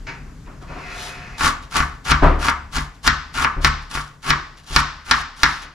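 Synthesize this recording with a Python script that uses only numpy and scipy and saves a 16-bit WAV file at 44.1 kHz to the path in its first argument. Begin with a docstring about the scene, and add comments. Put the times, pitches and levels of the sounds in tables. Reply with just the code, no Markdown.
"""A kitchen knife shreds half a cabbage: each stroke tears through the leaves as a swelling crunch.
Most strokes end with the blade knocking a plastic board, which rings the steel tray it lies in.
Before the first cut the blade slides over the cabbage. Now and then a hand brushes the leaves,
shreds drop or the counter is bumped. The small, hard-walled kitchen echoes; a low rumble lies beneath."""
import sys
import numpy as np
from scipy import signal
from scipy.fft import rfft, irfft
from scipy.io import wavfile
from scipy.ndimage import uniform_filter1d

SR = 44100
rng = np.random.default_rng(int(sys.argv[2]) if len(sys.argv) > 2 else 0)


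def put_to_file(sound):
    """Save the sound as 16-bit audio at rate SR, in the file named by the first command-line argument."""
    columns = np.atleast_2d(sound).T  # one column per channel
    safe = np.clip(columns, -1, 1)
    whole_steps = np.round(safe * 32767)
    wavfile.write(sys.argv[1], SR, whole_steps.astype(np.int16))


N = 253113


# The tone of a crisp leaf breaking: (frequency [Hz], level [dB])
LEAF_TONE = [(300,-14.5),(900,2),(2000,-19),(2800,3.5),(4800,2),(6500,-1.5),(8500,-7.5),(10500,-5),(13000,-18),(15000,-26),(16000,-33)]
# The tone of a knock on the plastic board: (frequency [Hz], level [dB])
KNOCK_TONE = [(100,-8.5),(250,-5),(350,-12.5),(520,-14.5),(800,-5.5),(1150,6),(1700,0),(2200,-1.5),(3000,-7),(6000,-59.5)]
def cutting(ribs_db=-5):
    """Bursting cells fizz and leaf ribs snap; gives the crunch and the force on the board."""
    cells = tiny_breaks(per_s=3500, spread_db=2.5, clump_db=1.5)
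    ribs = tiny_breaks(per_s=360, spread_db=0.5, clump_db=4)
    breaks = unit(cells + amp(ribs_db) * ribs)
    crunch_gain, force_gain = strokes()
    crackle = grains(breaks * crunch_gain, LEAF_TONE, t60=0.0061)
    force = breaks * force_gain
    through_board = grains(force, KNOCK_TONE, t60=0.013)
    return amp(-0.5) * crackle + amp(-2) * through_board, force


# Knife strokes: (blade bites [s], deepest point [s], comes through [s], crunch level [dB],
# force level [dB], crunch swell from bite to deepest [dB], crunch fade time [s])
STROKES = [ (1.366, 1.44, 1.482, -21, -17.5, 19.5, 0.02), (1.695, 1.762, 1.777, -24, -18.5, 24.5, 0.036),
           (2.035, 2.108, 2.117, -22, -15, 19, .003), (2.377, 2.451, 2.503, -26.5, -21.5, 17, 0.0025),
           (2.708, 2.770, 2.765, -26, -21.5, 19, 0.034), (3.019, 3.069, 3.078, -21, -15, 26, 0.0052),
           (3.325, 3.395, 3.444, -27.5, -21.5, 10, 0.0035), (3.600, 3.647, 3.68, -29, -25.5, 17.5, 0.0019),
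           (3.887, 3.961, 3.95, -27.5, -25, 18.5, 0.047), (4.212, 4.297, 4.306, -26, -19.5, 20, 0.004),
           (4.651, 4.756, 4.804, -27, -27.5, 23, 0.0065), (5.038, 5.102, 5.22, -34.5, -28.5, 17, 0.0032),
           (5.350, 5.426, 5.64, -37.5, -36.5, 13, 0.0043), ]
def strokes(force_lag_s=0.0054):
    """The deeper the blade, the more leaves tear at once; gives the gains of crunch and force."""
    crunch, force = np.zeros(N), np.zeros(N)
    for bite, deepest, end, crunch_db, force_db, swell_db, fade in STROKES:
        skin_db = 0.5 * hump(bite + 0.027, 0.0042)  # the taut outer leaf gives way first
        pinch_db = 3.5 * hump(end - 0.0047, 0.0067)  # the last leaves, pinched, burst together
        tear = swell(bite, deepest, end, swell_db, sag_db_per_s=53, fade_s=fade)
        press = swell(bite + force_lag_s, deepest, end, 1.11 * swell_db, sag_db_per_s=79, fade_s=fade / 2)
        crunch += amp(crunch_db + skin_db + pinch_db) * tear
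        force += amp(force_db + skin_db) * press
    return crunch, force


def swell(start, top, end, swell_db, sag_db_per_s, fade_s, bite_s=0.016):
    """Gain of one pass of the blade: it bites, swells to the top, eases off and fades."""
    t = np.arange(N) / SR
    rise_db = -swell_db * np.clip((top - t) / max(top - start, 0.001), 0, 1)
    sag_db = sag_db_per_s * np.clip(t - top, 0, abs(end - top))
    bite = np.clip((t - start) / bite_s, 0, 1) ** 2
    return amp(rise_db - sag_db) * bite * np.exp(-np.maximum(t - end, 0) / fade_s)


def tiny_breaks(per_s, spread_db, clump_db):
    """Clicks of uneven size, bunched as one leaf after another gives way."""
    size = amp(spread_db * np.minimum(rng.exponential(1, N), 4)) * rng.choice([-1, 1], N)
    leaves = np.clip(unit(uniform_filter1d(rng.standard_normal(N), size=130)), -2, 2)
    happens = rng.random(N) < per_s / SR
    return unit(size * happens * amp(clump_db * leaves))


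def grains(breaks, tone, t60, count=5):
    """Every break sounds from one of several spots, each with its own snap."""
    spot = rng.integers(0, count, N)
    return sum(through(breaks * (spot == k), snap(tone, t60)) for k in range(count))


# Sharp knocks and snaps during the cuts, mostly the blade landing on the board:
# (time [s], level [dB], extra treble [dB], extra bass [dB])
KNOCKS = [(1.409,-6,-17,-10),(1.441,-11.5,-15,6),(1.477,-15.5,-4,5.5),(1.757,-8,-12.5,-23),(1.8035,-4.5,-16.5,2.5),(2.1175,0,-10.5,3),(2.484,-1,-18,-25),(2.763,-20,-11,8.5),(2.783,-16.5,-7,13.5),(3.067,-11.5,-10,-4),(3.0762,-0.5,-4.5,4),(3.4462,-1,-18.5,-32),(3.6465,0,-5,4),(3.952,-13.5,-13.5,6),(3.974,-12,-28,4),(4.3044,-0.5,-8.5,-7),(4.7622,2,-4.5,2),(5.1116,0.5,-4,-10.5),(5.4327,1,-4,-3)]
# The tone of a sharp crack: (frequency [Hz], level [dB])
CRACK_TONE = [(800,-36),(1700,5),(2700,-8),(3800,1),(5200,1),(6500,-10),(8500,-22.5),(11000,-27.5),(15000,-32)]
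# The notes of the blade's ping: (frequency [Hz], level [dB], ring time [s])
BLADE_NOTES = [(3788,3,0.04),(3900,-22,.07),(4850,-1,0.037),(5050,-13,0.091),(5500,0.5,0.083),(5550,0,0.055),(6600,-20,0.04)]
def knocks():
    """Knock, crack and ping, mostly from the blade landing; gives sound, a blow to the tray, a push."""
    sound, blow, push = np.zeros((2, N)), np.zeros(N), np.zeros(N)
    ping = ring(BLADE_NOTES)
    for s, db, treble_db, bass_db in KNOCKS:
        add(sound, s, amp(db + 13) * snap(KNOCK_TONE, t60=0.025))
        add(sound, s, amp(db + treble_db + 19) * snap(CRACK_TONE, t60=0.027))
        add(sound, s, amp(db + treble_db - 20.5) * ping)
        add(blow, s, amp([db]))
        add(push, s, amp([db + bass_db]))
    return sound, blow, push


# The notes of the steel tray: (frequency [Hz], level [dB], ring time [s])
TRAY_NOTES = [(1040,-11,0.9),(1110,13.5,1),(1080,15,0.41),(1186,34.5,0.31),(1340,-9,0.31),(1510,35,0.43),(1550,-1,0.26),(1620,-15,0.37),(1530,-45,.4),(1640,-22,0.12),(1728,25,0.51),(1710,12,0.32),(1744,31.5,0.3),(2050,-6,0.56),(2304,-45,0.27),(2540,-4,0.32)]
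def tray(force, blow, lean_db=5.1):
    """The tray rings under the blade; each note has a random sign and leans left or right."""
    steel = np.zeros((2, SR))
    for note in TRAY_NOTES:
        sign, side = rng.uniform(-1, 1, 2)
        steel += np.sign(sign) * amp(lean_db * side * np.array([[1], [-1]])) * ring([note])
    return through(amp(-14) * force + amp(8) * blow, steel / np.linalg.norm(steel[0]))


# The tone of the steel's shimmer: (frequency [Hz], level [dB])
SHIMMER_TONE = [(150,-21),(270,-1),(380,-20),(600,-25),(850,-1),(1150,7.5),(1800,3.5),(2500,-2),(3500,-2),(5200,-2),(6500,-10.5),(8500,-23),(14000,-56)]
# How long it lasts: (frequency [Hz], ring time [s])
SHIMMER_TIMES = [(250,0.51),(1200,0.72),(2500,0.66),(5000,0.61),(9000,0.5)]
def shimmer():
    """A sharp knock also wakes the steel's many closely packed notes."""
    hits = np.zeros(N)
    for s, db, treble_db, _ in KNOCKS:
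        add(hits, s, amp([db + treble_db]))
    return amp(13.5) * through(hits, wash(SHIMMER_TONE, SHIMMER_TIMES, rise_s=0.0028))


# The low notes of the board on the tray: (frequency [Hz], level [dB], ring time [s])
BOARD_NOTES = [(49.6,3.5,0.35),(69.4,2.5,0.44),(101.7,-7,0.27),(145,1,0.35),(207.8,-5,0.17),(243.2,-2.5,0.16),(281,-8.5,0.24),(321,-20,0.37)]
def board(force, push):
    """Cuts and knocks make the board thud on the tray."""
    return struck(amp(-7.5) * force + amp(12) * push, BOARD_NOTES)


# The tone of leaves being rubbed: (frequency [Hz], level [dB])
RUB_TONE = [(100,-12),(280,1),(480,-1),(730,2),(900,3.5),(1100,4),(1900,6.5),(2600,6.5),(3400,-9),(4500,-3),(7000,-12),(12000,-76)]
# The notes of the blade pressed on the cabbage: (frequency [Hz], level [dB], ring time [s])
PRESSED_NOTES = [(378.4,-13,0.089),(718,-3,0.27),(1054,-5.5,0.1),(1450,-12,0.084),(1875,-6,0.18),(2530,-2,0.16)]
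def sliding():
    """Steel and skin stick and slip on the leaves; on its one long slide the blade sings faintly."""
    slips = tiny_breaks(per_s=7000, spread_db=2, clump_db=0.5)
    hand = brushes()
    # the blade speeds up, slows down and stops as the first cut begins
    blade = amp(-33) * swell(0.66, 0.92, 1.37, swell_db=10.5, sag_db_per_s=16.5, fade_s=0.013)
    rasp_gain = amp(-31) * hand + amp(-16.5) * blade + amp(-34) * hump(1.036, 0.081)
    rub = grains(slips * (hand + blade), RUB_TONE, t60=0.023, count=3)
    rasp = grains(slips * rasp_gain, LEAF_TONE, t60=0.0032, count=3)
    song = struck(slips * blade, PRESSED_NOTES)
    return amp(-4.5) * rub + amp(-11) * song + amp(-3) * rasp


# The hand brushes the cabbage: (time [s], level [dB], fade time [s])
BRUSHES = [(0.065, -25.5, 0.33), (.455, -46, 0.31), (0.609, -48, 0.16), (5.615, -32, .15)]
def brushes(rise_s=0.0043):
    """Gain of the brief touches: each starts quickly, then dies away."""
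    gain, t = np.zeros(N), np.arange(SR) / SR
    for s, db, t60 in BRUSHES:
        add(gain, s, amp(db - 60 * t / t60) * (1 - np.exp(-t / rise_s)))
    return gain


# Loose shreds drop: (time [s], level [dB])
SHREDS = [(0.074,-40),(.615,-39),(1.619,-30.5),(1.932,-40),(2.942,-42.5),(3.816,-36),(4.571,-31.5),(4.631,-41),(5.614,-26.5)]
def shreds(t60=0.12, rise_s=0.008):
    """Falling strips of cabbage snap and rustle softly."""
    gain, t = np.zeros(N), np.arange(SR // 4) / SR
    fall = amp(-60 * t / t60) * (1 - np.exp(-t / rise_s))
    for s, db in SHREDS:
        add(gain, s, amp(db) * fall)
    breaks = gain * tiny_breaks(per_s=2500, spread_db=4, clump_db=2)
    crackle = through(breaks, snap(LEAF_TONE, t60=0.0032))
    rustle = through(breaks, snap(RUB_TONE, t60=0.05))
    return amp(-7) * crackle + amp(-12) * rustle


# The counter is bumped or the cabbage shifts: (time [s], sway level [dB], rattle level [dB])
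BUMPS = [(.25,-42,-54),(.465,-38,-44),(0.609,-40,-44),(.688,-30.5,-38.5),(0.751,-43,-37.5),(1.168,-31,-68),(2.219,-3.5,-13.5),(3.562,-15,-37.5),(4.7,-23,-45.5),(5.621,-41.5,-51.5)]
# The low notes of the swaying counter: (frequency [Hz], level [dB], ring time [s])
COUNTER_NOTES = [(33.6,1,0.55),(71.05,-9,0.95),(148.2,-8.5,0.34),(279.7,-13.5,0.23),(380,-13,0.17),(547,-27,0.81)]
# The tone of things rattling on it: (frequency [Hz], level [dB])
RATTLE_TONE = [(88, -25), (150, -5), (187, -18), (278, -7.5), (319, -7), (449, -15), (701, -9.5),
               (876, -17), (938, -8.5), (1230, -10.5), (9000, -58), (11700, -61), (19800, -120)]
def counter(force, rise_s=0.012, rattle_t60=0.48):
    """The counter sways under cuts and bumps; bumps also rattle the things on it."""
    bumps, t = np.zeros((2, N)), np.arange(SR) / SR
    for s, sway_db, rattle_db in BUMPS:
        sway = amp(sway_db) * ring(COUNTER_NOTES)
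        rattle = noise(RATTLE_TONE, SR) * amp(rattle_db + 6 - 60 * t / rattle_t60)
        add(bumps, s, (sway + rattle) * (1 - np.exp(-t / rise_s)))
    return bumps + struck(amp(-9.5) * force, COUNTER_NOTES)


# Echoes from near surfaces: (delay [s], level [dB])
ECHOES = [(.0024,-11),(.0077,-4),(0.012,-14),(0.023,-14),(0.0225,-10),(0.029,-12)]
# The tone of the room's lingering sound: (frequency [Hz], level [dB])
ROOM_TONE = [(60,-29),(230,2),(550,-5),(1150,4.5),(1800,0),(2500,-5),(5000,-10),(7500,-7),(10000,-17.5),(15000,-7)]
# How long it lingers: (frequency [Hz], fade time [s])
ROOM_TIMES = [(125,0.3),(500,0.61),(1200,0.35),(2500,0.41),(5000,0.29),(8000,0.33),(14000,0.31)]
def kitchen(x, tail_db=-7, dull_hz=2800):
    """Near surfaces throw back dulled echoes; the walls add a fading tail."""
    echoes = np.zeros((2, SR))
    for s, db in ECHOES:
        for side in echoes:
            delay = abs(s + 0.00005 * rng.standard_normal())
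            side[round(delay * SR)] += amp(db)
    echoes = signal.lfilter(*signal.butter(2, dull_hz, fs=SR), echoes)
    tail = amp(tail_db) * wash(ROOM_TONE, ROOM_TIMES, rise_s=0.00095)
    return x + through(x, echoes + tail)


# The tone of the low rumble: (frequency [Hz], level [dB])
RUMBLE_TONE = [(12, -19), (20, -3.5), (32, 8), (92, -6), (145, -2), (200, -10), (284, -12.5), (362, -23.5),
               (461, -18.5), (500, -43.5), (650, -54), (1100, -120)]
# The tone of the faint hiss: (frequency [Hz], level [dB])
HISS_TONE = [(200,-8),(600,-6.5),(1500,-5),(3000,-13),(7000,-15),(9000,-23.5),(13000,-25.5),(16000,-65)]
def background():
    """A low rumble and a faint hiss, both slowly fading."""
    t = np.arange(N) / SR
    rumble = amp(-36.5 - 2.5 * t) * noise(RUMBLE_TONE, N)
    hiss = amp(-52 - t) * noise(HISS_TONE, N)
    return rumble + hiss


# How alike left and right sound: (frequency [Hz], likeness [0-1])
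LIKENESS = [(100,1),(300,0.82),(700,0.59),(1500,0.67),(4000,0.43),(15000,1)]
def noise(tone, size, spread=0.91):
    """Stereo noise of the given tone; left and right differ most in the middle and treble."""
    hz = np.fft.rfftfreq(size, 1 / SR)
    left, other = rfft(rng.standard_normal((2, size)))
    same = np.clip(1 - spread * (1 - read(LIKENESS, hz)), 0, 1)
    right = same * left + np.sqrt(1 - same ** 2) * other
    return unit(irfft(np.array([left, right]) * amp(read(tone, hz)), size))


def snap(tone, t60, size=4096):
    """A short burst of the given tone, made from noise that falls 60 dB in t60 seconds."""
    hz, t = np.fft.rfftfreq(size, 1 / SR), np.arange(size) / SR
    burst = rfft(noise([(1, 0), (SR, 0)], size, spread=0.38) * amp(-60 * t / t60))
    power = uniform_filter1d(abs(burst) ** 2, size=9, axis=1)
    # this filter evens out the burst and gives it the tone, keeping its start sharp (minimum phase)
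    log_gain = np.log(amp(read(tone, hz)) / np.sqrt(power + 1e-12))
    mirrored = np.c_[log_gain, log_gain[:, -2:0:-1]]
    shaping = np.exp(np.conj(signal.hilbert(mirrored)))[:, :len(hz)]
    response = irfft(burst * shaping)[:, :size // 2]
    return response / np.linalg.norm(response[0])


def wash(tone, fade_times, rise_s):
    """A smooth tail of noise that builds up, then dies band by band."""
    t, hz = np.arange(SR) / SR, np.fft.rfftfreq(SR, 1 / SR)
    spectrum = rfft(noise(tone, SR))
    centres, t60s = np.transpose(fade_times)
    bands = [irfft(spectrum * read(np.c_[centres, pick], hz), SR) for pick in np.eye(len(t60s))]
    tail = sum(band * amp(-60 * t / t60) for band, t60 in zip(bands, t60s))
    tail *= 1 - np.exp(-(t / rise_s) ** 2)
    return tail / np.linalg.norm(tail[0])


def ring(notes):
    """The notes of a struck object: sine waves that each fall 60 dB in their ring time."""
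    t = np.arange(SR) / SR
    return sum(amp(db - 60 * t / t60) * np.sin(2 * np.pi * hz * t) for hz, db, t60 in notes)


def struck(x, notes):
    """The force x shakes an object that rings at these notes."""
    body = ring(notes)
    return through(x, body / np.linalg.norm(body))


def through(x, response):
    """Every sample of x sets off a copy of the response."""
    return signal.oaconvolve(np.atleast_2d(x), np.atleast_2d(response), axes=1)[:, :N]


def hump(at_s, width_s):
    """A smooth bell shape of height 1."""
    return np.exp(-((np.arange(N) / SR - at_s) / width_s) ** 2)


def add(mix, s, sound):
    """Adds a sound into the mix at s seconds."""
    part = mix[..., round(s * SR):][..., :sound.shape[-1]]
    part += sound[..., :part.shape[-1]]


def read(points, hz):
    """Reads between a table's rows, with frequency spaced by octaves."""
    f, value = np.transpose(points)
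    return np.interp(np.log(hz + 1), np.log(f + 1), value)


def amp(db):
    """Turns decibels into a gain to multiply by."""
    return 10 ** (np.asarray(db) / 20)


def unit(x):
    """Scales x to an average power of 1."""
    return x / np.sqrt(np.mean(x ** 2) + 1e-20)


# A band counts as quiet below this level: (frequency [Hz], level [dB])
QUIET_LEVELS = [(100,-100),(350,-77),(700,-76),(1300,-73),(3000,-78),(6000,-82),(10000,-95),(15000,-112)]
def hush(x, depth_db=-8):
    """Noise suppression: bands that fall quiet are turned further down."""
    hz, _, bands = signal.stft(x, SR, nperseg=512)
    power = (abs(bands) ** 2).mean(0)
    power = uniform_filter1d(uniform_filter1d(power, size=9, axis=0), size=5, axis=1)
    above_quiet = (power / amp(read(QUIET_LEVELS, hz))[:, None] ** 2) ** 2
    return signal.istft(bands * amp(depth_db / (1 + above_quiet)), SR, nperseg=512)[1][:, :N]


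def scene():
    """All the work at the board, in the kitchen; the left side is louder and one sample late."""
    crunch, force = cutting()
    knocking, blow, push = knocks()
    knife_work = kitchen(crunch + knocking + sliding() + shreds())
    ringing = tray(force, blow) + shimmer() + board(force, push)
    left, right = knife_work + ringing + counter(force) + background()
    return np.array([amp(1) * np.r_[0, left[:-1]], amp(-1) * right])


def record(dry):
    """Deepens the quiet gaps, clips the hardest knocks and cuts the highest treble."""
    clipped = np.clip(hush(dry), -1, 1)
    treble_cut = signal.firwin(255, 15800, fs=SR)
    return signal.oaconvolve(clipped, treble_cut[None], "same", axes=1)


dry = scene()
out = record(dry)
put_to_file(out)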